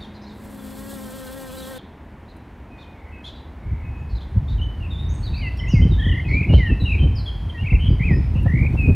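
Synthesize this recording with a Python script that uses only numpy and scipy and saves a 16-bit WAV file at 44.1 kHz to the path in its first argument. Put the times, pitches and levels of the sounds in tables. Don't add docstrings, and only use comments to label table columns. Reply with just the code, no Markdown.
import sys
import numpy as np
from scipy import signal
from scipy.fft import rfft, irfft, next_fast_len
from scipy.io import wavfile
from scipy.ndimage import uniform_filter1d

SR = 44100
rng = np.random.default_rng(int(sys.argv[2]) if len(sys.argv) > 2 else 0)


def persist_wave(psi):
    counts = np.round(np.clip(psi, -1, 1) * 32767).astype(np.int16)
    wavfile.write(sys.argv[1], SR, np.atleast_2d(counts).T)


N = 394694
TIME = np.arange(N) / SR

# frequency in Hz, relative spectral density in dB.
MURMUR_SPECTRUM = [(25, -10), (55, -2), (100, -4.5), (156, -8), (230, -5), (500, -17), (970, -16.5),
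                   (1200, -23.5), (1950, -25), (3200, -35.5), (5000, -46.5), (8300, -52.5), (15500, -54.5)]
LEAF_SPECTRUM = [(2000, 17), (4500, 8), (6500, -2), (8300, -9), (9800, 1.5), (11500, -11), (15000, -10.5)]
DRONE_SPECTRUM = [(35, -12), (62, -7.5), (78, 0.5), (100, -19.5)]
CHIRP_SPECTRUM = [(3000, -11), (4200, 7), (5500, -0.5), (7200, -4.5), (8800, -24), (10500, -11.5),
                  (13000, -21.5)]
WING_SPECTRUM = [(1180, -1.5), (2000, -19), (2200, -21.5), (3370, -3.5), (4250, -4), (4920, -7),
                 (6090, -10.5), (7950, -1.5), (9760, -5.5), (12000, -2.5), (15500, -8.5)]
RUMBLE_SPECTRUM = [(24, -20.5), (50, 5), (80, 3), (165, -11.5), (350, -27), (500, -38), (900, -54)]
# time in seconds, relative level in dB.
MURMUR_LEVEL = [(0, -48.5), (2.5, -50.5), (5.5, -48)]
RUSTLE_LEVEL = [(0, -57), (.35, -85), (1.9, -97), (4.4, -68), (5.3, -59.5), (7.4, -59.5), (8.45, -58.5),
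                (8.95, -59)]
DRONE_GROWTH = [(0, -50), (1.8, -51), (3.2, -40)]
BREEZE_LEVEL = [(3.58, -51), (3.66, -29.5), (4.3, -30.5), (4.55, -17), (4.76, -29), (5.05, -23),
                (5.35, -25), (5.6, -23.5), (5.8, -13.5), (6.1, -15.5), (6.25, -22.5), (7.05, -17.5),
                (7.38, -27), (7.6, -29.5), (7.8, -16.5), (8.95, -19)]
FINE_TURBULENCE_LEVEL = [(3.7, -20), (4.6, -10), (5.3, -0.5), (6.0, -7), (6.4, 12), (6.7, 3.5), (7.25, -2),
                         (8.1, -3.5), (8.9, 7.5)]
LIFT_OFF_LEVEL = [(8.3, -76), (8.99, -61.5)]
# time in seconds, wing beat in Hz, level in dB.
FAR_FLIGHT = [(0, 208.1, -44.5), (1.05, 210.2, -40), (1.3, 213, -55)]
# start in seconds, length in seconds, nominal top pitch in Hz,
# relative level in dB, harshness in dB.
SPARROW_CHIRPS = [(0, 0.046, 3760, -48.5, -8.5), (0.135, 0.042, 4190, -54.5, -5.5),
                  (0.213, 0.0297, 5270, -55.5, -10), (0.229, 0.09, 4240, -55.5, -3),
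                  (1.565, 0.039, 4140, -47, -9), (1.616, 0.034, 3520, -45, -17),
                  (1.747, 0.046, 3717, -50, -10), (2.277, 0.036, 4190, -60, -7),
                  (2.776, 0.062, 3700, -55.5, -5.5), (3.236, .058, 3583, -41.5, -9.5),
                  (3.345, 0.037, 4020, -55, -12), (4.088, 0.045, 4490, -60, -3),
                  (4.146, 0.035, 4180, -50, -10), (4.201, 0.032, 3630, -52, -9),
                  (4.474, 0.061, 3855, -49.5, -9), (6.271, 0.077, 4500, -54, -5.5),
                  (6.513, 0.081, 4280, -50.5, -1.5)]
# time in seconds, then levels in dB of the wing beat common to both
CLOSE_FLIGHT = [(0.3, -67, -68, -74, -70), (0.45, -52, -54, -63.5, -57), (0.66, -43, -46, -56.5, -52.5),
                (0.92, -44, -42, -51.5, -46), (1.1, -49.5, -41, -52, -47), (1.4, -51, -40.5, -49.5, -48.5),
                (1.784, -48.5, -40.5, -49, -46)]
# time in seconds, wing beat in Hz.
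WING_RATE = [(0.4, 276.6), (0.71, 263.3), (0.944, 273.2), (1.108, 257.7), (1.16, 267.3), (1.29, 255.5),
             (1.385, 272.5), (1.516, 255.5), (1.542, 269.7), (1.58, 261.7), (1.645, 256.8), (1.67, 265),
             (1.77, 257.5)]
# harmonic number, relative level in dB.
BUZZ_HARMONICS = [(2, 7.5), (3, -6), (4, -4), (5, -6.5), (6, -4.5), (7, -7.5), (8, -17.5), (11, -14.5),
                  (13, -11.5), (14, -22), (16, -16.5), (18, -24)]
# start in seconds, relative level in dB.
THIN_TICKS = [(2.363, -53.5), (5.569, -48), (8.427, -49.5)]
# start and length in seconds, first and last pitch in Hz, relative level in dB.
SLURS = [(2.665, 0.27, 2540, 2450, -57.5), (3.114, 0.1, 2630, 2544, -51), (3.812, 0.23, 2536, 2530, -52.5),
         (4.581, 0.021, 3210, 2810, -45.5), (4.612, 0.027, 2970, 3026, -35.5),
         (4.905, 0.046, 3750, 3540, -41), (4.984, 0.048, 3550, 3723, -42), (5.088, 0.019, 5300, 6740, -49),
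         (5.125, 0.026, 7820, 8300, -56.5), (5.227, 0.028, 4200, 4590, -44),
         (5.247, 0.041, 4430, 3670, -44), (5.333, 0.056, 3640, 4700, -44.5), (5.416, 0.07, 3130, 2626, -39),
         (5.417, 0.078, 2220, 1996, -37.5), (5.591, 0.011, 3440, 2960, -35),
         (5.568, 0.034, 5630, 5350, -51), (5.681, 0.062, 7160, 4720, -45), (5.749, 0.06, 2280, 2054, -35),
         (5.911, 0.043, 3950, 3580, -41.5), (6.111, 0.021, 3180, 2810, -35.5),
         (6.247, 0.04, 2560, 2490, -42.5), (6.326, 0.068, 2160, 2420, -27), (6.491, 0.045, 2884, 2845, -35),
         (6.574, 0.13, 2280, 1809, -32), (6.66, 0.08, 3060, 2610, -37), (6.798, 0.045, 4160, 3806, -40.5),
         (6.986, 0.065, 3176, 3084, -40.5), (7.151, 0.065, 5660, 4064, -43),
         (7.257, 0.045, 3490, 3173, -38), (7.494, 0.011, 3390, 3100, -34), (7.54, 0.058, 1955, 1850, -44.5),
         (7.577, 0.052, 2630, 2885, -39.5), (7.883, 0.055, 4770, 4820, -61.5),
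         (8.083, .06, 2280, 1840, -34.5), (8.095, .1, 4930, 5190, -58), (8.766, 0.13, 2713, 2468, -31.5)]
# start and length in seconds, top pitch in Hz, relative level in dB.
ARCHED_NOTES = [(5.666, 0.09, 2940, -39.5), (5.815, 0.028, 3106, -38), (6.533, 0.028, 3070, -31),
                (8.026, 0.064, 2580, -31)]
# the five columns of a slur, then mean turns per second, full pitch depth in Hz.
TRILLED_NOTES = [(2.923, 0.26, 2185, 2050, -56, 54, 130), (3.593, 0.31, 2196, 2076, -56.5, 54, 150),
                 (4.802, 0.067, 2910, 2520, -45, 37, 100), (5.326, 0.096, 2650, 2320, -44, 42, 160),
                 (5.595, 0.085, 2022, 2030, -38, 42, 70), (5.969, 0.24, 1706, 2002, -34.5, 34, 119),
                 (5.982, 0.12, 3247, 3170, -36, 40, 170), (6.282, 0.046, 2130, 2150, -31.5, 85, 150),
                 (6.392, 0.06, 2310, 2387, -30, 43, 220), (6.844, 0.11, 2935, 2350, -29, 46, 108),
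                 (7.635, 0.13, 2310, 2440, -32, 25, 322), (7.792, 0.089, 2960, 3100, -36.5, 88, 130),
                 (7.992, .04, 2000, 2240, -33, 85, 167), (8.35, 0.05, 2690, 2720, -41.5, 76, 150),
                 (8.446, 0.23, 1677, 2376, -34, 54, 146)]
# pitch in Hz, overtone level in dB against the fundamental.
SYRINX_OVERTONES = [(2000, -44.5), (2600, -44.5), (4000, -30)]
# time of the peak in seconds, height above the breeze in dB.
WIND_PUFFS = [(3.73, 11.5), (4.14, 12.5), (4.375, 11.5), (5.35, 4.5), (6.57, 5.5), (6.711, 6.5), (6.89, 1),
              (7.094, 6.5), (7.46, 7), (7.63, 6), (7.74, 10), (7.92, 6.5), (8.125, 5.5), (8.559, -1),
              (8.902, 4)]
# start and rise time in seconds, relative levels of thump and ruffle in dB.
EDDY_THUMPS = [(4.364, 0.0094, -14, -37), (5.74, 0.0075, 5, -38), (5.8, 0.0092, -1.5, -38),
               (5.855, 0.0081, 0.5, -35), (6.069, 0.0065, -2.5, -34), (6.498, 0.0094, -1.5, -26.5),
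               (6.528, 0.017, 5.5, -16.5), (7.035, 0.0071, -6.5, -29), (7.722, 0.011, -0.5, -34),
               (7.908, 0.006, -5.5, -35), (8.006, 0.011, -3, -46), (8.112, 0.0079, 0.5, -24.5),
               (8.358, 0.0094, -4.5, -30.5), (8.458, 0.011, 0, -22), (8.539, 0.01, -0.5, -42),
               (8.646, 0.0097, -8, -25.5), (8.748, 0.0085, -8, -24), (8.87, 0.017, -3, -33.5)]


def from_db(db):
    return 10 ** (np.asarray(db) / 20)


def rms_one(x):
    return x / np.sqrt(np.mean(x ** 2) + 1e-20)


def in_time(rows):
    times, *columns = np.transpose(rows)
    return [np.interp(TIME, times, column) for column in columns]


def on_log(rows, x):
    positions, values = np.transpose(rows)
    return np.interp(np.log(x), np.log(positions), values)


def during(rows, fade_s):
    return np.clip(np.minimum(TIME - rows[0][0], rows[-1][0] - TIME) / fade_s, 0, 1)


def drift(hz):
    step, run_in = 40, 2000
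    pole = np.exp(-2 * np.pi * hz * step / SR)
    white = rng.standard_normal(N // step + run_in + 2)
    slow = signal.lfilter([1], [1, -2 * pole, pole * pole], white)[run_in:]
    return np.interp(np.arange(N) / step, np.arange(len(slow)), rms_one(slow))


def noise(spectrum):
    size = next_fast_len(N)
    hz = np.maximum(np.fft.rfftfreq(size, 1 / SR), 1)
    skirts = 1 / (1 + (.8 * spectrum[0][0] / hz) ** 6) / (1 + (hz / spectrum[-1][0] / 1.3) ** 6)
    white = rfft(rng.standard_normal(size))
    return rms_one(irfft(white * from_db(on_log(spectrum, hz)) * skirts, size)[:N])


def cut(x, hz, kind, order=2):
    return signal.sosfilt(signal.butter(order, hz, kind, fs=SR, output="sos"), x + 1e-18)


def add(track, start_s, sound):
    at = max(int(start_s * SR), 0)
    track[at:at + len(sound)] += sound[:max(N - at, 0)]


def far_bee(octave_db=-19, jitter=0.0018):
    beat_hz, level_db = in_time(FAR_FLIGHT)
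    phase = 2 * np.pi * np.cumsum(beat_hz * (1 + jitter * drift(25))) / SR
    hum = np.sin(phase) + from_db(octave_db) * np.sin(2 * phase)
    return during(FAR_FLIGHT, fade_s=0.0072) * np.sqrt(2) * from_db(level_db) * hum


def syrinx(length, glide_hz, rasp, overtone_db, edge_s, rise_share=0.23, flutter_db=1.68,
           trill_rate=0, depth_hz=0, throb_db=0):
    t = np.arange(int((max(length, .01) + edge_s) * SR)) / SR
    along = t / t[-1]
    shake, wander, flutter = (rms_one(cut(rng.standard_normal(len(t)), hz, "low"))
                              for hz in (270, 30, 60))
    pace = 1 + 0.11 * (along - .5) + 0.05 * wander
    turns = 2 * np.pi * trill_rate * np.cumsum(pace) / SR
    contour = np.polyfit(np.linspace(0, 1, len(glide_hz)), glide_hz, len(glide_hz) - 1)
    swing_hz = depth_hz * np.interp(along, [0, .5], [0.21, 1])
    pitch_hz = np.polyval(contour, along) + swing_hz * np.cos(turns)
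    phase = 2 * np.pi * np.cumsum(pitch_hz * (1 + rasp * shake)) / SR
    tone = np.sin(phase) + from_db(overtone_db) * (np.sin(2 * phase) + np.sin(3 * phase))
    rise_s = max(edge_s, rise_share * length)
    ramp = np.clip(np.minimum(t / rise_s, (t[-1] - t) / edge_s), 0, 1)
    envelope = np.sin(np.pi / 2 * ramp) ** 2
    trill_db = (trill_rate > 0) * (throb_db * np.cos(turns) + 5.5 * (along - .5))
    return np.sqrt(2) * envelope * from_db(flutter_db * flutter + trill_db) * tone


def garden_echo(x, t60_s):
    t = np.arange(SR // 2) / SR
    echoes = rng.standard_normal(len(t)) * from_db(-60 * t / t60_s) * (1 - np.exp(-t / 0.0021))
    return signal.fftconvolve(x, echoes / np.linalg.norm(echoes))[:N]


def sparrows(gain_db=1.0, foot_share=.8, upper_ratio=1.18, upper_db=-11):
    direct, scattered = np.zeros(N), np.zeros(N)
    hiss = noise(CHIRP_SPECTRUM)
    nearest_db = max(row[3] for row in SPARROW_CHIRPS)
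    for start, length, top_hz, db, harsh_db in SPARROW_CHIRPS:
        chirp = np.zeros(N)
        arch_hz = top_hz * np.array([np.sqrt(foot_share), .98, foot_share])
        arch_hz *= 1 + rng.normal(0, [.05, .01, .04])
        rasp = .012 + .04 * from_db(harsh_db)
        for ratio, voice_db in (1, 0), (upper_ratio, upper_db):
            voice = syrinx(length, ratio * arch_hz, rasp, overtone_db=-30, edge_s=.0115, flutter_db=3)
            add(chirp, start, from_db(voice_db) * voice)
        swell = np.hanning(int(2 * length * SR))
        scratch = swell * hiss[int(start * SR):][:len(swell)]
        add(chirp, start - 0.31 * length, from_db(harsh_db - 4.5) * scratch)
        wet = from_db(-2.5 + 0.13 * (nearest_db - db))
        chirp *= from_db(db + gain_db) / np.hypot(1, wet)
        direct += chirp
        scattered += wet * chirp
    return direct + garden_echo(cut(scattered, 6000, "low"), t60_s=0.55)


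def open_air(murmur_gain_db=8.0):
    murmur_db, = in_time(MURMUR_LEVEL)
    rustle_db, = in_time(RUSTLE_LEVEL)
    murmur = from_db(murmur_db + murmur_gain_db) * noise(MURMUR_SPECTRUM)
    leaves = from_db(rustle_db + drift(13)) * noise(LEAF_SPECTRUM)
    return murmur + leaves


def drone():
    return from_db(in_time(DRONE_GROWTH)[0]) * noise(DRONE_SPECTRUM)


def close_bee(jitter=0.00704, waver=0.00528, flutter_db=0.99, smear_rad=0.33, side_rad=0.39):
    beat_hz, = in_time(WING_RATE)
    beat_db, apart_db, buzz_db, hiss_db = in_time(CLOSE_FLIGHT)
    trim = 1 + jitter * drift(38.6) + waver * drift(8.8)
    phase = 2 * np.pi * np.cumsum(beat_hz * trim) / SR
    buzz = np.zeros(N)
    for k in range(2, 25):
        harmonic_db = buzz_db + on_log(BUZZ_HARMONICS, k) + flutter_db * np.log2(k) * drift(19)
        buzz -= from_db(harmonic_db) * np.cos(k * phase + smear_rad * np.log2(k) * drift(10.4))
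    buzz *= from_db(drift(110))
    puffs = rms_one(1 + 1.3 * np.exp(2.9 * (np.cos(phase) - 1)))
    hiss = from_db(hiss_db + 1.65 * drift(19)) * puffs * noise(WING_SPECTRUM)
    mid = np.sqrt(2) * (buzz - from_db(beat_db) * np.cos(phase)) + hiss
    side_beat = from_db(apart_db) * np.cos(phase + side_rad)
    side_buzz = from_db(-27) * cut(buzz, 810, "low", order=1)
    stirred_air = from_db(apart_db - 9) * noise([(60, 11), (300, 12.5), (1500, -2.5), (3000, -20)])
    side = np.sqrt(2) * (side_buzz - side_beat) + stirred_air
    return during(CLOSE_FLIGHT, fade_s=0.006) * np.array([mid, side])


def ticks(gain_db=-3.5, rise_s=0.0044, band_hz=(8800, 12000)):
    track = np.zeros(N)
    age = np.arange(SR // 20) / SR / rise_s
    envelope = age * np.exp(1 - age)
    for start, db in THIN_TICKS:
        add(track, start, from_db(db + gain_db) * envelope * rng.standard_normal(len(age)))
    return cut(track, band_hz, "band", order=1)


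def warbler(slur_gain_db=1.8, slur_rise=0.28, trill_rise=0.18, arch_drop_hz_per_s=5000):
    notes = []
    for start, length, first, last, db in SLURS:
        glide_hz = (first, first + .76 * (last - first), last)
        notes.append((start, length, glide_hz, db + slur_gain_db, 0, 0, slur_rise))
    for start, length, top_hz, db in ARCHED_NOTES:
        glide_hz = top_hz - arch_drop_hz_per_s * length * np.array([0.92, 0.42, 0.031, 0.54, 1.0])
        notes.append((start, length, glide_hz, db + slur_gain_db, 0, 0, slur_rise))
    for start, length, first, last, db, rate, depth_hz in TRILLED_NOTES:
        glide_hz = (first, first + .55 * (last - first), last)
        notes.append((start, length, glide_hz, db, rate, depth_hz, trill_rise))
    direct, scattered = np.zeros(N), np.zeros(N)
    for start, length, glide_hz, db, rate, depth_hz, rise in notes:
        octaves = np.log2(glide_hz[1] / 2500)
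        rasp = 0.0098 * 2 ** (octaves / 2)
        throb_db = max(2 - 2.5 * octaves, 0)
        tone = syrinx(length, glide_hz, rasp, on_log(SYRINX_OVERTONES, glide_hz[1]), edge_s=.013,
                      rise_share=rise, trill_rate=rate, depth_hz=depth_hz, throb_db=throb_db)
        wet = from_db(-6.5 + 8.5 * octaves)
        tone *= from_db(db) / np.hypot(1, wet)
        add(direct, start - .004, tone)
        add(scattered, start - .004, wet * tone)
    return direct + garden_echo(scattered, t60_s=0.61)


def gust_strength(rise_s=0.022, fall_s=0.024, lull_delay_s=0.095, lull_share=0.29, buffet_db=2.2):
    gust_db, = in_time(BREEZE_LEVEL)
    for peak_s, db in WIND_PUFFS:
        t = TIME - peak_s
        puff = np.exp(-(t / np.where(t < 0, rise_s, fall_s)) ** 2)
        lull = np.exp(-((t - lull_delay_s) / fall_s) ** 2)
        gust_db += db * (puff - lull_share * lull)
    return gust_db + buffet_db * drift(19.6)


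def wind(split_hz=170, brightening=0.7, lumps_db=5.5):
    gust_db = gust_strength()
    fine_db, = in_time(FINE_TURBULENCE_LEVEL)
    deep = cut(noise(RUMBLE_SPECTRUM), split_hz, "low")
    deep /= np.sqrt(uniform_filter1d(deep ** 2, size=1800))
    upper = cut(noise(RUMBLE_SPECTRUM), split_hz, "high")
    upper *= from_db(fine_db + brightening * (gust_db + 19.5) + lumps_db * np.tanh(drift(21)))
    return during(BREEZE_LEVEL, fade_s=0.0046) * from_db(gust_db) * (deep + upper)


def twitter(count=60, span_s=(3.8, 9.7), low_hz=5550, high_hz=13600, slide=0.1):
    track = np.zeros(N)
    for k, (when, height, slope) in enumerate(rng.random((count, 3))):
        start = np.interp(k + when, [0, count], span_s)
        octaves = height * np.log2(high_hz / low_hz)
        glide_hz = low_hz * 2 ** octaves * (1 + slide * (2 * slope - 1) * np.array([1, 0, -1]))
        chip = syrinx(.022, glide_hz, rasp=.025, overtone_db=-55.5, edge_s=.012)
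        add(track, start, from_db(-69 - 8.5 * octaves) * chip)
    return garden_echo(track, t60_s=0.28)


def eddies(thump_gain_db=-7.5, ruffle_gain_db=-6.5, nominal_hz=175, usual_rise_s=0.00805):
    track = np.zeros(N)
    t = np.arange(SR // 6) / SR
    for start, rise_s, thump_db, ruffle_db in EDDY_THUMPS:
        pace = rng.uniform(0.851, 1.121) * np.sqrt(usual_rise_s / rise_s)
        spin_hz = pace * nominal_hz * (.5 + np.exp(-t / rise_s))
        phase = 2 * np.pi * np.cumsum(spin_hz) / SR + rng.uniform(0, 2 * np.pi)
        push = t / rise_s * np.exp(1 - t / rise_s)
        thump = push * from_db(thump_db + thump_gain_db) * np.sin(phase)
        ruffle = rms_one(cut(rng.standard_normal(len(t)), (260, 650), "band"))
        add(track, start - .004, thump + push ** 3 * from_db(ruffle_db + ruffle_gain_db) * ruffle)
    return track


def lift_off():
    hiss_db, = in_time(LIFT_OFF_LEVEL)
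    return during(LIFT_OFF_LEVEL, fade_s=0.034) * from_db(hiss_db) * noise(WING_SPECTRUM)


def scene():
    bee, side = close_bee()
    bees = bee + lift_off() + far_bee()
    birds = warbler() + twitter() + sparrows()
    mid = bees + birds + wind() + eddies() + ticks() + open_air() + drone()
    return np.array([mid + side, mid - side])


def record(dry, bass_hz=31, ceiling=0.96, top_hz=15700):
    rounded = ceiling * np.tanh(cut(dry, bass_hz, "high", order=4) / ceiling)
    return signal.sosfiltfilt(signal.ellip(10, .05, 70, top_hz, fs=SR, output="sos"), rounded)


dry = scene()
out = record(dry)
persist_wave(out)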